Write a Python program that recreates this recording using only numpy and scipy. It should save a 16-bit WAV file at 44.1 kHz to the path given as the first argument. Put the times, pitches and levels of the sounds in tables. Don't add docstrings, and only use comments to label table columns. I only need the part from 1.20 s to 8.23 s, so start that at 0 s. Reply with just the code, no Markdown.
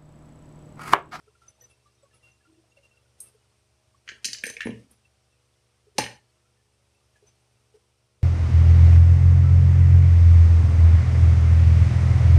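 import sys
import numpy as np
from scipy import signal
from scipy.fft import rfft, irfft
from scipy.io import wavfile
from scipy.ndimage import uniform_filter1d

SR = 44100
rng = np.random.default_rng(int(sys.argv[2]) if len(sys.argv) > 2 else 0)


def wav_out(sig):
    wavfile.write(sys.argv[1], SR, np.round(np.clip(np.atleast_2d(sig).T, -1, 1) * 32767).astype(np.int16))


def gain_from_db(level_db):
    decades = np.asarray(level_db, float) / 20
    return 10 ** decades


N = 310023

# (f/Hz, relative level/dB)
AIR_COLOUR = [(20, -24), (40, -17), (65, -7), (125, -8), (165, -20), (250, -22), (400, -22.5), (700, -19.5),
              (1450, -22), (1650, -25), (2600, -22), (4000, -25.5), (5650, -23), (7180, -29.5), (8700, -24),
              (10500, -32), (14500, -47)]
DUCK_DB = 9.0


def along(table, hz):
    f, value = np.transpose(table)
    return np.interp(np.log(np.maximum(hz, 1)), np.log(f), value)


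def add(out, s, sound):
    i = max(int(s * SR), 0)
    out[i:i + len(sound)] += sound[:N - i]


def knocks():
    # (t/s, plastic frame peak/dB, casting peak/dB, steel peak/dB, loudest ring f/Hz)
    part_knocks = [(2.0023, -67, -43.5, -30, 9800), (2.8885, -25, -31, -59.5, 1760),
                   (3.0444, -24, -16, -28, 4020), (3.0526, -24, -16.5, -26, 5130),
                   (3.1305, -31, -19.5, -36.5, 5890), (3.1834, -43, -34, -57.5, 5090),
                   (3.2367, -14, -36, -30, 1780), (3.2549, -28, -31, -35, 2380),
                   (3.2654, -38, -29, -28, 6060), (3.2987, -39, -32, -35.5, 6140),
                   (3.3366, -45, -44, -47.5, 6120), (3.7109, -67.5, -66, -45.5, 10240),
                   (4.7816, -17, -14, -25, 2800), (4.7842, -23, -22, -22.5, 1800)]
    # (t/s, peak/dB, loudest ring f/Hz)
    frame_rattles = [(2.8767, -31, 1828), (2.8927, -32, 1528), (2.9157, -38, 1798), (3.0847, -34, 1960),
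                     (3.1457, -32, 3012), (3.2777, -33, 2180), (3.2897, -30.5, 1852), (3.3667, -26, 2168),
                     (3.4057, -19.5, 1780), (3.4167, -23.5, 1776), (3.4297, -30, 1749), (3.4687, -28, 2300),
                     (3.5047, -38, 2800), (4.7977, -22, 1811), (4.8047, -22, 2200), (4.8197, -24, 2600),
                     (4.8387, -25, 3038), (4.8627, -28.5, 1810)]
    # (t/s, peak/dB, loudest ring f/Hz)
    table_thumps = [(2.8924, -53, 430), (2.9157, -48, 430), (2.9500, -50, 430), (3.0527, -44, 300),
                    (3.0845, -44.5, 250), (3.2369, -36, 300), (3.2655, -35, 480), (3.2989, -38, 480),
                    (3.3367, -50, 480), (3.3667, -46, 480), (3.4556, -21.5, 230), (3.4686, -19, 440),
                    (3.4900, -33, 110), (3.4897, -25, 240), (3.5257, -37, 220), (3.5047, -36, 330),
                    (3.6297, -47, 215), (4.7817, -26, 880), (4.7841, -12, 850), (4.7907, -28, 125),
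                    (4.7977, -32, 1250), (4.8048, -36, 300)]
    # (f/Hz, level/dB, time to fall 60 dB/s)
    frame_modes = [(1550.5, -5, .018), (1800, 0, .018), (2180, -2.5, .02), (2380, -3, 0.026),
                   (2800, -3, 0.017), (3077, -5, .018), (3454, -7, .018)]
    # (f/Hz, level/dB, time to fall 60 dB/s)
    table_modes = [(74.3, -11, 0.32), (120, -11, .24), (220, -2.5, .09), (250, -3, .08), (339.8, -9, .06),
                   (440, -2, 0.052), (491.04, -2.5, .05), (674.6, -10, .02), (859, -4, .022),
                   (1187.5, -9, 0.017)]
    # (f/Hz, level/dB, time to fall 60 dB/s)
    casting_modes = [(3864, -2.5, 0.03), (4350, -3, .025), (4892.6, -3, .025), (5156, -2, .03),
                     (5516, -3, 0.03), (6120, -2, .06), (6640, -4, 0.041), (6886, -5.5, .03),
                     (7420, -7, .03), (7710, -8, .03)]
    # (f/Hz, level/dB, time to fall 60 dB/s)
    steel_modes = [(8398, -2, 0.078), (8686, 0.5, .07), (8934, -3.5, .05), (9800, 0, .07),
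                   (10285, -3, 0.05), (10630, -7, .05), (11220, -13, 0.035), (11780, -12, .04),
                   (12410, -10, .05), (13500, -10, .04)]
    # (contact/s, crack fade/s, crack level/dB, loss away from the loudest ring/dB per octave)
    contacts = [(.002, .005, -8, 8), (.001, .0035, -2, 9.5), (0.0009, .005, 0.03, 4.5),
                (0.00097, .003, -4, 1.5)]
    casting_leak_db, steel_leak_db = -15, -28

    out = np.zeros(N)
    blows = [(s, table_modes, contacts[0], db, hz) for s, db, hz in table_thumps]
    rattles = [(s, db, db + casting_leak_db, db + steel_leak_db, hz) for s, db, hz in frame_rattles]
    bodies = (frame_modes, casting_modes, steel_modes)
    for s, *levels, hz in part_knocks + rattles:
        blows += [(s, modes, contact, db, hz) for modes, contact, db in zip(bodies, contacts[1:], levels)]
    chances = rng.standard_normal((len(blows), 3, 10))
    noises = rng.standard_normal((len(blows), 8192))
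    for (s, modes, contact, db, hz), chance, noise in zip(blows, chances, noises):
        add(out, s, gain_from_db(db) * ring(modes, contact, chance, noise, hz))
    return out


def ring(modes, contact, chance, noise, ring_hz, scatter_db=2.5, favour_db=3.0, detune=.03):
    hz, db, t60 = np.transpose(modes)[:, :, None]
    contact_s, crack_s, crack_db, slope_db = contact
    share, shift, start = chance[:, :len(modes), None]
    t = np.arange(len(noise)) / SR
    near = np.exp(-(np.log(hz / ring_hz) / .05) ** 2)
    db = db - slope_db * abs(np.log2(hz / ring_hz))
    quiet_db = db.min() - 40
    colour = [(.8 * hz.min(), quiet_db), *zip(hz[:, 0], db[:, 0]), (1.15 * hz.max(), quiet_db)]
    noise_gain = gain_from_db(along(colour, np.fft.rfftfreq(len(t), 1 / SR)))
    crack = irfft(rfft(noise) * noise_gain, len(t)) * np.exp(-t / crack_s)
    db = db + scatter_db * share + favour_db * near
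    hz = hz * (1 + detune * shift) * (1 - near) + ring_hz * near
    tones = gain_from_db(db - 60 * t / t60) * np.sin(2 * np.pi * hz * t + 0.834 * start)
    wave = tones.sum(axis=0)
    wave = wave / abs(wave).max() + gain_from_db(crack_db) * crack / abs(crack).max()
    wave = wave * (1 - np.exp(-(t / contact_s) ** 2))
    return wave / abs(wave).max()


def tinks():
    # (t/s, f/Hz, level/dB, time to fall 10 dB/s); a fall below zero stays silent
    clear_tinks = [(0.081, 432, -50, .02), (0.083, 1343, -56, .012), (0.157, 1377, -58, .019),
                   (0.223, 1355, -54, .04), (0.293, 9850, -54, .015), (0.286, 6064, -40.5, 0.0137),
                   (0.39, 862, -57, .012), (0.424, 12834, -55, .012), (0.424, 1840, -57, .012),
                   (0.422, 495, -59, .041), (0.415, 5978, -41, 0.0096), (0.425, 7210, -52, 0.0047),
                   (0.444, 6005, -41, 0.0125), (0.505, 2673, -60, .049), (0.663, 1175, -57, 0.0281),
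                   (0.836, 555, -47, .014), (0.83, 7900, -60, .023), (1.035, 2752, -55, 0.0647),
                   (1.088, 2686, -56, .017), (1.12, 6055, -55.5, 0.01), (1.255, 1384, -57, .023),
                   (1.277, 319.5, -58.5, 0.1723), (1.374, 330, -48, .014), (1.444, 644.7, -48, 0.0084),
                   (1.575, 2729, -46.5, 0.0076), (1.576, 556.4, -53.5, 0.0389),
                   (1.636, 2768, -55.5, 0.0215), (1.659, 2732, -49.5, 0.0056), (1.715, 2716, -57.5, 0.0253),
                   (1.776, 2717, -55, .015), (2.005, 6600, -52, .02), (2.064, 2659, -60, .025),
                   (2.152, 438.4, -50.5, 0.016), (2.599, 836.3, -58, .011), (2.75, 1111, -53, .011),
                   (3.022, 3200, -47, 0.0034), (3.245, 6120, -39, .03), (3.262, 6080, -36, .015),
                   (3.285, 6140, -37, .02), (3.299, 6140, -35, .02), (3.455, 9870, -44.5, 0.0378),
                   (3.643, 9913, -51.5, -0.0122), (3.856, 2685, -54, .013), (4.126, 2662, -62, .026),
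                   (5.753, 2658, -64, .04), (5.962, 1694, -59, .022), (0.935, 2755, -61, .022),
                   (1.524, 2733, -61, .03), (5.261, 1370, -61, .026), (4.673, 420.4, -51, 0.0292),
                   (4.757, 405.2, -49.5, 0.0318), (6.03, 413.6, -51.5, 0.0271), (6.073, 6095, -54, 0.0229),
                   (6.547, 428, -48.5, 0.0334), (7.025, 482, -51.5, 0.26)]
    # (f/Hz, touches per second, base level/dB)
    loose_parts = [(1369.5, 1, -67), (2704, 2, -67), (3401, 1, -65), (4332, 1, -65), (6040, 1.5, -64),
                   (9870, 1, -64)]
    chirp_rate, chirp_db = 60, -46.0

    out = np.zeros(N)
    rows = [*clear_tinks]
    rows += [*random_tones(int(chirp_rate * N / SR), lambda u: 900 * 14 ** u,
                           lambda hz: chirp_db + along(AIR_COLOUR, hz))]
    for f, rate, base_db in loose_parts:
        rows += [*random_tones(int(rate * N / SR), lambda u: f * (1 + .03 * (u - .5)), lambda hz: base_db)]
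    chances = rng.uniform(0, 2 * np.pi, (len(rows), 2))
    for (s, hz, db, fall), (phase, beat) in zip(rows, chances):
        t = np.arange(int((6 * fall + .02) * SR)) / SR
        swell = 1 - np.exp(-(t / .004) ** 2)
        waver = 1 + .25 * np.cos(2 * np.pi * 45 * t + beat)
        shape = swell * gain_from_db(-10 * t / fall) * waver
        add(out, s - .007, gain_from_db(db) * shape * np.sin(2 * np.pi * hz * t + phase))
    return out


def random_tones(count, hz, db, spread_db=6):
    # (t/s, change of level/dB)
    busy = [(0, 0), (1.8, 0), (2.2, -6), (4, -6), (7.03, -9)]
    when, pitch, size, fade = rng.uniform(size=(count, 4)).T
    s = when * N / SR
    level_db = db(hz(pitch)) + spread_db * size + np.interp(s, *np.transpose(busy))
    return np.transpose([s, hz(pitch), level_db, .008 + .025 * fade ** 2])


def room(x):
    # (f/Hz, time to fall 60 dB/s)
    room_t60 = [(100, 0.51), (400, .36), (1500, 0.3255), (5000, .32), (12000, .28)]
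    # (f/Hz, level/dB)
    room_colour = [(100, -8), (500, -9), (1500, -6), (3000, -5), (10000, -6)]
    gap_s = .003

    hz, t, z = signal.stft(rng.standard_normal(SR), SR, nperseg=256)
    bands = z * gain_from_db(-60 * t / along(room_t60, hz)[:, None])
    coloured_bands = bands * gain_from_db(along(room_colour, hz))[:, None]
    flat = signal.istft(bands, SR, nperseg=256)[1]
    coloured = signal.istft(coloured_bands, SR, nperseg=256)[1]
    build = np.clip(np.arange(len(flat)) / SR / gap_s - 1, 0, 1)
    tail = coloured * build / np.sqrt(np.sum((flat * build) ** 2))
    return signal.fftconvolve(x, tail)[:N]


def background():
    # (f/Hz, level/dB)
    motor_lines = [(70, -72), (96.9, -79), (120, -70.5), (210, -82), (280, -88), (350, -81), (420, -80.5),
                   (490, -82), (560, -85.5), (630, -84), (770, -90)]
    air_db = -71

    air_gain = gain_from_db(along(AIR_COLOUR, np.fft.rfftfreq(N, 1 / SR)))
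    air = irfft(rfft(rng.standard_normal(N)) * air_gain, N)
    air = gain_from_db(air_db) * air / np.sqrt(np.mean(air ** 2))
    air = air * gain_from_db(.8 * walk(3.))
    t = np.arange(N) / SR
    hum = np.zeros(N)
    for hz, db in motor_lines:
        level = gain_from_db(db + hz / 150 * walk(7.))
        hum += level * np.sin(2 * np.pi * hz * t + .4 * walk(6.))
    return (air + hum) * gain_from_db(DUCK_DB)


def walk(rate):
    k = int(SR / rate)
    levels = rng.standard_normal(N // 1000)
    steps = np.repeat(levels, k)[:N]
    return uniform_filter1d(uniform_filter1d(steps, k), k)


def scene():
    hard, light = knocks(), tinks()
    tail = room(hard + gain_from_db(-8.0) * light)
    return (hard + light + tail + background())[None]


def suppress(x, local_db=7., soft_db=1.5, broad_db=12.5, broad_share=.55):
    hz, t, z = signal.stft(x, SR, nperseg=1024, noverlap=896)
    power = uniform_filter1d(uniform_filter1d(abs(z) ** 2, size=4, axis=0), size=7, axis=1)
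    usual = np.median(power, axis=1, keepdims=True)
    over_db = 10 * np.log10(power / usual)
    local = 1 / (1 + np.exp((local_db - over_db) / soft_db))
    strongest_db = np.clip(over_db[hz < 14000], 0, 18).max(axis=0)
    strongest_db = uniform_filter1d(strongest_db, size=9)
    broad = min(broad_share, 1) / (1 + np.exp((broad_db - strongest_db) / 1.1))
    gain = gain_from_db(-DUCK_DB * (1 - local) * (1 - broad))
    return signal.istft(z * gain, SR, nperseg=1024, noverlap=896)[1][:N]


def roll_off(x):
    return signal.sosfilt(signal.butter(12, 14920, fs=SR, output="sos"), x)


def record(dry):
    low_hz, top_hz = 54.3, 14500.0
    bass_cut = signal.butter(2, low_hz, "highpass", fs=SR, output="sos")
    top_cut = signal.ellip(8, .2, 60, top_hz, fs=SR, output="sos")
    mic = signal.sosfilt(top_cut, signal.sosfilt(bass_cut, dry[0]))
    mix = suppress(mic)[None]
    return roll_off(mix)


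dry = scene()
out = record(dry)
wav_out(out)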